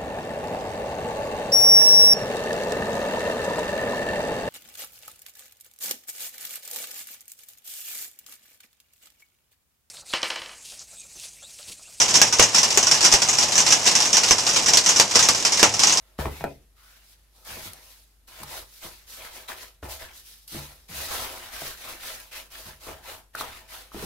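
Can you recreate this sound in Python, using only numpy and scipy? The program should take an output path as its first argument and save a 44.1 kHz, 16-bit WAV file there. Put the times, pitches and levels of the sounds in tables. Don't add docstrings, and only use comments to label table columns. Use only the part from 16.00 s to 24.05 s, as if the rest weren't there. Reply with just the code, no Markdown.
import sys
import numpy as np
from scipy import signal
from scipy.fft import rfft, irfft
from scipy.io import wavfile
from scipy.ndimage import uniform_filter1d

SR = 44100
rng = np.random.default_rng(int(sys.argv[2]) if len(sys.argv) > 2 else 0)


def store_pcm(level_fs):
    pcm = np.round(np.clip(level_fs, -1, 1) * 32767).astype(np.int16)
    wavfile.write(sys.argv[1], SR, np.atleast_2d(pcm).T)


N = 355005

# start_s, swell_s, fade_s, hiss_db, rasp_over_hiss_db, card_over_hiss_db
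HAND_STROKES = [(0.0, 0.0023, 0.85, -68, -1.5, 1.5), (0.18, 0.031, 0.22, -46.5, 3.5, 9),
                (.30, 0.077, 0.25, -49.5, -1.5, -14), (0.749, 0.16, 0.57, -58.5, -2, -12),
                (1.02, 0.12, 0.039, -59, -15.5, -27), (1.319, 0.1, 0.21, -60.5, -31, -4),
                (1.444, 0.085, 0.41, -42, -2, -5), (1.6, 0.081, 0.053, -44, -4, -15),
                (1.768, 0.16, 0.26, -53.5, -12, -21.5), (2.271, 0.015, 0.4, -53.5, -4.5, -5),
                (2.301, 0.13, 0.15, -51, 3, -2), (2.457, 0.12, 0.098, -40.5, -6, -3.5),
                (2.62, 0.19, .15, -53, -10, -22), (2.808, 0.047, 0.1, -41, -6.5, -4.5),
                (2.891, 0.043, .26, -51, -4.5, -14.5), (3.063, 0.084, 0.15, -44.5, -9, -15),
                (3.16, 0.1, 0.17, -47.5, 2.5, -3), (3.31, 0.06, 0.18, -46.5, -0.5, -5),
                (3.477, 0.016, 0.14, -43, 3.5, 3), (3.559, 0.068, 0.13, -45.5, -3, -8),
                (3.821, 0.03, 0.21, -52, -3.5, 10), (3.884, 0.039, 0.14, -39.5, -7, -29),
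                (3.985, 0.038, 0.17, -48.5, 4.5, 0), (4.12, 0.058, 0.12, -48, -8.5, -36),
                (4.22, 0.088, 0.28, -50.5, -12, -38), (4.473, 0.075, 0.32, -41.5, -12.5, -22),
                (4.516, 0.054, 0.25, -51.5, 6.5, 5), (4.88, 0.07, 0.048, -42.5, -2.5, -8),
                (4.944, 0.075, 0.23, -35.5, -5, -9), (5.075, 0.075, 0.45, -36, 0, -0.5),
                (5.35, 0.12, 0.16, -53, 7.5, -6), (5.503, 0.06, 0.17, -41, -1.5, -5),
                (5.57, 0.11, 0.16, -38.5, -2.5, -9.5), (5.759, 0.15, 0.21, -44.5, 1, -4),
                (5.997, 0.094, 0.26, -40, -2, -9), (6.308, 0.062, 0.13, -42.5, 1, -6),
                (6.498, 0.091, 0.21, -45, -2.5, -7.5), (6.63, 0.062, 0.11, -46.5, -1.5, -4),
                (6.795, 0.069, 0.12, -47.5, -3.5, -4), (6.86, 0.024, 0.19, -51, 5, 8.5),
                (7.021, 0.11, 0.12, -46.5, 0.5, 0), (7.372, 0.041, 0.036, -39, -4, -1.5),
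                (7.333, 0.1, 0.29, -48.5, 5, 5), (7.51, 0.067, 0.13, -54, 4, -6),
                (7.675, 0.085, 0.18, -45, -0.5, -3.5), (7.91, 0.16, .1, -43, -1.5, 1)]
# frequency_hz, gain_db
HISS_SPECTRUM = [(1500, -13), (4000, 2), (5800, 0.5), (7800, -3), (9500, -1.5), (11500, 0.5), (14000, -1.5),
                 (16000, -5.5)]
# frequency_hz, gain_db
RASP_SPECTRUM = [(600, -17), (1350, -2.5), (1900, -1), (2700, -2), (4000, -5), (5500, -13), (16000, -15.5)]
# frequency_hz, gain_db
CARD_SPECTRUM = [(60, 3), (220, -14), (380, -5.5), (620, 0.5), (1000, -1.5), (1500, -5.5), (4000, -16.5)]
# start_s, level_db, pitch_hz, relative_boom_db
BOX_KNOCKS = [(0.1885, -20.5, 1400, -4.5), (0.19, -16.5, 560, -3.5), (0.2562, -13.5, 1030, -7.5),
              (0.257, -16.5, 407, -17), (.409, -20.5, 840, -11), (0.441, -8, 694, -19.5),
              (1.490, -47, 183, 11.5), (1.57, -31, 563, -13), (1.657, -40.5, 281, 0),
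              (2.403, -39, 286, 2.5), (2.846, -39.5, 336, -3.5), (3.828, -26, 643, -2.5),
              (4.521, -40.5, 295, 5), (4.5475, -25, 295, -6), (4.893, -45, 170, 15),
              (5.62, -22, 703, -17.5), (6.657, -45, 233, 5.5), (6.869, -32, 513, -7.5),
              (6.889, -28, 410, -16), (7.946, -24.5, 323, -11.5), (7.966, -26, 394, -15.5),
              (8.027, -22.5, 440, -10)]
# pitch_hz, level_db
WALL_MODES = [(277, 2), (360, 0.5), (535, -4), (645, -4), (785, -10.5), (880, -11), (995, -3.5),
              (1290, -4.5), (1400, -16.5), (1790, -24.5)]
# pitch_hz, level_db, t60_s
BOOM_MODES = [(70.3, 2.5, 0.67), (86.6, 2, 0.24), (142.6, 2, 0.35)]
# pitch_hz, level_db, t60_s
GLASS_MODES = [(2036, -31, 0.28), (2460, -27, 0.13)]
# delay_s, gain_db
REFLECTIONS = [(0.0044, -19.5), (0.0088, -11)]
# start_s, level_db, pitch_hz
FLAP_CLACKS = [(2.433, -30.5, 1020), (3.484, -32, 3930), (3.5186, -28.5, 1660), (3.832, -37, 1380),
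               (7.3506, -21.5, 1420), (7.4106, -18.5, 1130), (7.918, -37, 1160)]
# start_s, length_s, level_db, from_hz, to_hz
EDGE_SCRAPES = [(0.312, 0.23, -52, 2150, 2550), (0.737, 0.28, -62, 1220, 1610),
                (7.376, 0.053, -41.5, 4320, 3820)]
# start_s, level_db, decay_s
CREASE_SNAPS = [(0.193, -51, 0.001), (0.4406, -36.5, 0.00039), (1.45, -54.5, 0.0045), (1.734, -43, 0.0022),
                (2.433, -42, 0.0041), (4.478, -47.5, 0.0045), (6.201, -45, 0.0018), (7.3534, -38.5, 0.0011)]
# frequency_hz, gain_db
SNAP_SPECTRUM = [(500, -14), (1500, -4.5), (4200, 14.5), (7500, 8.5), (10500, 16.5), (16000, 8)]
# frequency_hz, gain_db
AIR_SPECTRUM = [(20, -19.5), (50, 13), (250, -3.5), (800, -9), (7000, -12.5), (12000, -8), (16000, -23.5)]
# frequency_hz, t60_s
ROOM_DECAY = [(80, 0.53), (1000, 0.15), (15000, 0.052)]
# frequency_hz, coherence_ratio
STEREO_COHERENCE = [(250, 0.77), (800, 0.55), (2000, 0.23), (8000, 0)]
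# frequency_hz, difference_db
STEREO_BALANCE = [(200, 0.5), (700, 1.5), (3600, 1), (6000, -1.6), (10000, 0.5)]


def foam_wrap():
    hiss_gain, rasp_gain, card_gain = stroke_gains()
    grip = wander(rate_hz=30.0)
    hiss = blotch(slips(per_s=3000, spread_db=3.5, smooth=1.3), depth_db=1.5, bins=6, frames=16)
    rasp = blotch(slips(per_s=900, spread_db=3.6, smooth=1), depth_db=2.6, bins=4, frames=20)
    card = blotch(slips(per_s=1000, spread_db=2.5, smooth=1), depth_db=2.8, bins=2, frames=22)
    hiss = unit(colour(hiss, HISS_SPECTRUM)) * amp(2.3 + grip)
    rasp = unit(colour(rasp, RASP_SPECTRUM)) * amp(1.3 + 0.14 * grip)
    card = unit(colour(wall_resonance(card), CARD_SPECTRUM)) * amp(1.5 + grip)
    return room(hiss * hiss_gain + rasp * rasp_gain + card * card_gain, wet_db=-13.5)


def stroke_gains(card_lag_s=0.0055):
    power, t = np.zeros((3, N)), np.arange(SR) / SR
    for start_s, swell_s, fade_s, hiss_db, rasp_db, card_db in HAND_STROKES:
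        slide = stroke_envelope(t, swell_s, fade_s)
        press = stroke_envelope(t - card_lag_s, swell_s, fade_s)
        layers = np.array([slide, amp(rasp_db) * slide, amp(card_db) * press])
        add(power, start_s, (amp(hiss_db) * layers) ** 2)
    return np.sqrt(power)


def stroke_envelope(t, swell_s, fade_s, drop_db=24):
    speed = np.sin(np.pi / 2 * np.clip(t / swell_s, 0, 1))
    fading = np.maximum(t - swell_s, 0) / fade_s
    return speed ** 0.75 * amp(-drop_db * fading ** 1.09)


def slips(per_s, spread_db, smooth, decay_s=0.0013):
    sizes = amp(spread_db * np.minimum(rng.exponential(1, N), 4))
    releases = sizes * (rng.random(N) < per_s / SR)
    power = signal.lfilter([1], [1, -np.exp(-1 / (decay_s * SR))], releases ** 2)
    return stereo(rng.standard_normal((2, N)) * np.sqrt(power / power.mean() + smooth ** 2))


def blotch(x, depth_db, bins, frames):
    spectra = signal.stft(x, nperseg=512, noverlap=384)[2]
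    patches = uniform_filter1d(rng.standard_normal(spectra.shape[1:]), bins, axis=0)
    patches = unit(uniform_filter1d(patches, frames, axis=1))
    return signal.istft(spectra * amp(depth_db * patches), nperseg=512, noverlap=384)[1][:, :N]


def wall_resonance(x, boost_db=4, width_ratio=0.033):
    hz = np.fft.rfftfreq(N, 1 / SR)
    peaks = sum(amp(boost_db + db) / (1 + ((hz / f - 1) / width_ratio) ** 2) for f, db in WALL_MODES)
    return irfft(rfft(x) * (1 + peaks), N)


def box_knocks(dent_cycles=0.96, crack_db=-5, walls_db=-27, walls_t60_s=0.14, boom_db=-12):
    knocks, booms, t = np.zeros(N), np.zeros(N), np.arange(SR // 2) / SR
    modes = [(f, walls_db + db, walls_t60_s) for f, db in WALL_MODES] + GLASS_MODES
    for start_s, level_db, pitch_hz, relative_boom_db in BOX_KNOCKS:
        cycles = pitch_hz * t
        spot = np.sin(2 * np.pi * cycles) * np.exp(-cycles / dent_cycles)
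        crack = amp(crack_db) * np.sin(4 * np.pi * cycles) * np.exp(-2 * cycles)
        dent = -(spot + crack) * (1 - np.exp(-cycles / 0.13))
        excited = [(f, db - 10 * np.log10(1 + np.log2(f / pitch_hz) ** 4), t60) for f, db, t60 in modes]
        add(knocks, start_s, amp(level_db) * (dent + ring(excited, t)))
        for delay_s, gain_db in REFLECTIONS:
            add(knocks, start_s + delay_s, amp(level_db + gain_db) * dent)
        add(booms, start_s, amp(level_db + boom_db + relative_boom_db) * box_boom(t, pitch_hz))
    return room(knocks, wet_db=-7.0) + booms


def box_boom(t, pitch_hz):
    contact_s = 0.013 * (300 / pitch_hz) ** 1.64
    excited = [(f, db - 10 * np.log10(1 + (2 * f / pitch_hz) ** 4), t60) for f, db, t60 in BOOM_MODES]
    response = ring(excited, t)
    force = rng.standard_normal(len(t)) * t / contact_s * np.exp(-t / contact_s)
    boom = np.gradient(signal.fftconvolve(force, response)[:len(t)])
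    return boom * np.linalg.norm(response) / np.linalg.norm(boom)


def ring(modes, t):
    return sum(amp(db - 60 * t / t60) * np.sin(2 * np.pi * hz * rng.normal(1, 0.011) * t)
               for hz, db, t60 in modes)


def flap_clacks(rise_s=0.0007, thud_db=-11, thud_ratio=0.505):
    out, t = np.zeros(N), np.arange(SR // 16) / SR
    envelope = t / rise_s * np.exp(1 - t / rise_s)
    for start_s, level_db, pitch_hz in FLAP_CLACKS:
        phase = 2 * np.pi * pitch_hz * t
        clack = np.sin(phase) + amp(thud_db) * np.sin(thud_ratio * phase)
        add(out, start_s, amp(level_db) * envelope * clack)
    return room(out, wet_db=-5.5)


def edge_scrapes(width_hz=420):
    out, pole = np.zeros((2, N)), np.exp(-np.pi * width_hz / SR)
    for start_s, length_s, level_db, from_hz, to_hz in EDGE_SCRAPES:
        progress = np.linspace(0, 1, round(length_s * SR))
        pitch_hz = from_hz * (to_hz / from_hz) ** progress
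        carrier = np.exp(2j * np.pi * np.cumsum(pitch_hz) / SR)
        friction = stereo(rng.standard_normal((2, SR)))[:, :len(progress)]
        band = (carrier * signal.lfilter([1], [1, -2 * pole, pole ** 2], friction / carrier)).real
        add(out, start_s, amp(level_db) * unit(band) * np.sin(np.pi * progress))
    return out


def crease_snaps():
    out, t = np.zeros((2, N)), np.arange(SR // 16) / SR
    for start_s, level_db, decay_s in CREASE_SNAPS:
        add(out, start_s, amp(level_db) * np.exp(-t / decay_s) * rng.standard_normal((2, len(t))))
    return room(colour(stereo(out), SNAP_SPECTRUM), wet_db=-7.5)


def room(x, wet_db, build_s=0.0026):
    hz, t, spectra = signal.stft(stereo(rng.standard_normal((2, SR // 2))), SR, nperseg=256)
    decay = amp(-60 * t / lookup(ROOM_DECAY, hz)[:, None])
    tail = signal.istft(spectra * decay, SR, nperseg=256)[1]
    tail *= np.clip(np.arange(tail.shape[1]) / SR / build_s - 0.5, 0, 1)
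    tail /= np.linalg.norm(tail[0])
    return x + amp(wet_db) * signal.fftconvolve(np.atleast_2d(x), tail, axes=1)[:, :N]


def background(hum_hz=49.0, hum_db=-61.0, air_db=-66):
    waver_hz, waver_db = wander(rate_hz=3.8), 1.2 * wander(rate_hz=1.3)
    hum = np.sqrt(2) * np.sin(2 * np.pi * np.cumsum(hum_hz + waver_hz) / SR)
    air = unit(colour(stereo(rng.standard_normal((2, N))), AIR_SPECTRUM))
    return amp(hum_db + waver_db) * hum + amp(air_db) * air


def stereo(x):
    size = x.shape[-1]
    mid, side = rfft(x)
    coherence = lookup(STEREO_COHERENCE, np.fft.rfftfreq(size, 1 / SR))
    mid *= np.sqrt((1 + coherence) / 2)
    side *= np.sqrt((1 - coherence) / 2)
    return irfft(np.array([mid + side, mid - side]), size)


def wander(rate_hz):
    hz = np.fft.rfftfreq(N, 1 / SR)
    return unit(irfft(rfft(rng.standard_normal(N)) / (1 + (hz / rate_hz) ** 4), N))


def colour(x, spectrum):
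    size = x.shape[-1]
    return irfft(rfft(x) * amp(lookup(spectrum, np.fft.rfftfreq(size, 1 / SR))), size)


def lookup(table, hz):
    table_hz, values = np.transpose(table)
    return np.interp(np.log(hz + 1), np.log(table_hz + 1), values)


def add(mix, start_s, sound):
    part = mix[..., round(start_s * SR):][..., :sound.shape[-1]]
    part += sound[..., :part.shape[-1]]


def amp(db):
    return 10 ** (np.asarray(db) / 20)


def unit(x):
    return x / np.sqrt(np.mean(x ** 2) + 1e-20)


def scene():
    return foam_wrap() + box_knocks() + flap_clacks() + edge_scrapes() + crease_snaps() + background()


def record(dry, left_lead_s=2e-5, cutoff_hz=15800):
    hz = np.fft.rfftfreq(N, 1 / SR)
    lean = amp(lookup(STEREO_BALANCE, hz) / 2) * np.exp(1j * np.pi * hz * left_lead_s)
    heard = irfft(rfft(dry) * np.array([lean, 1 / lean]), N)
    lowpass = signal.firwin(511, cutoff_hz, window=("kaiser", 9), fs=SR)
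    return signal.oaconvolve(heard, lowpass[None], "same")


dry = scene()
out = record(dry)
store_pcm(out)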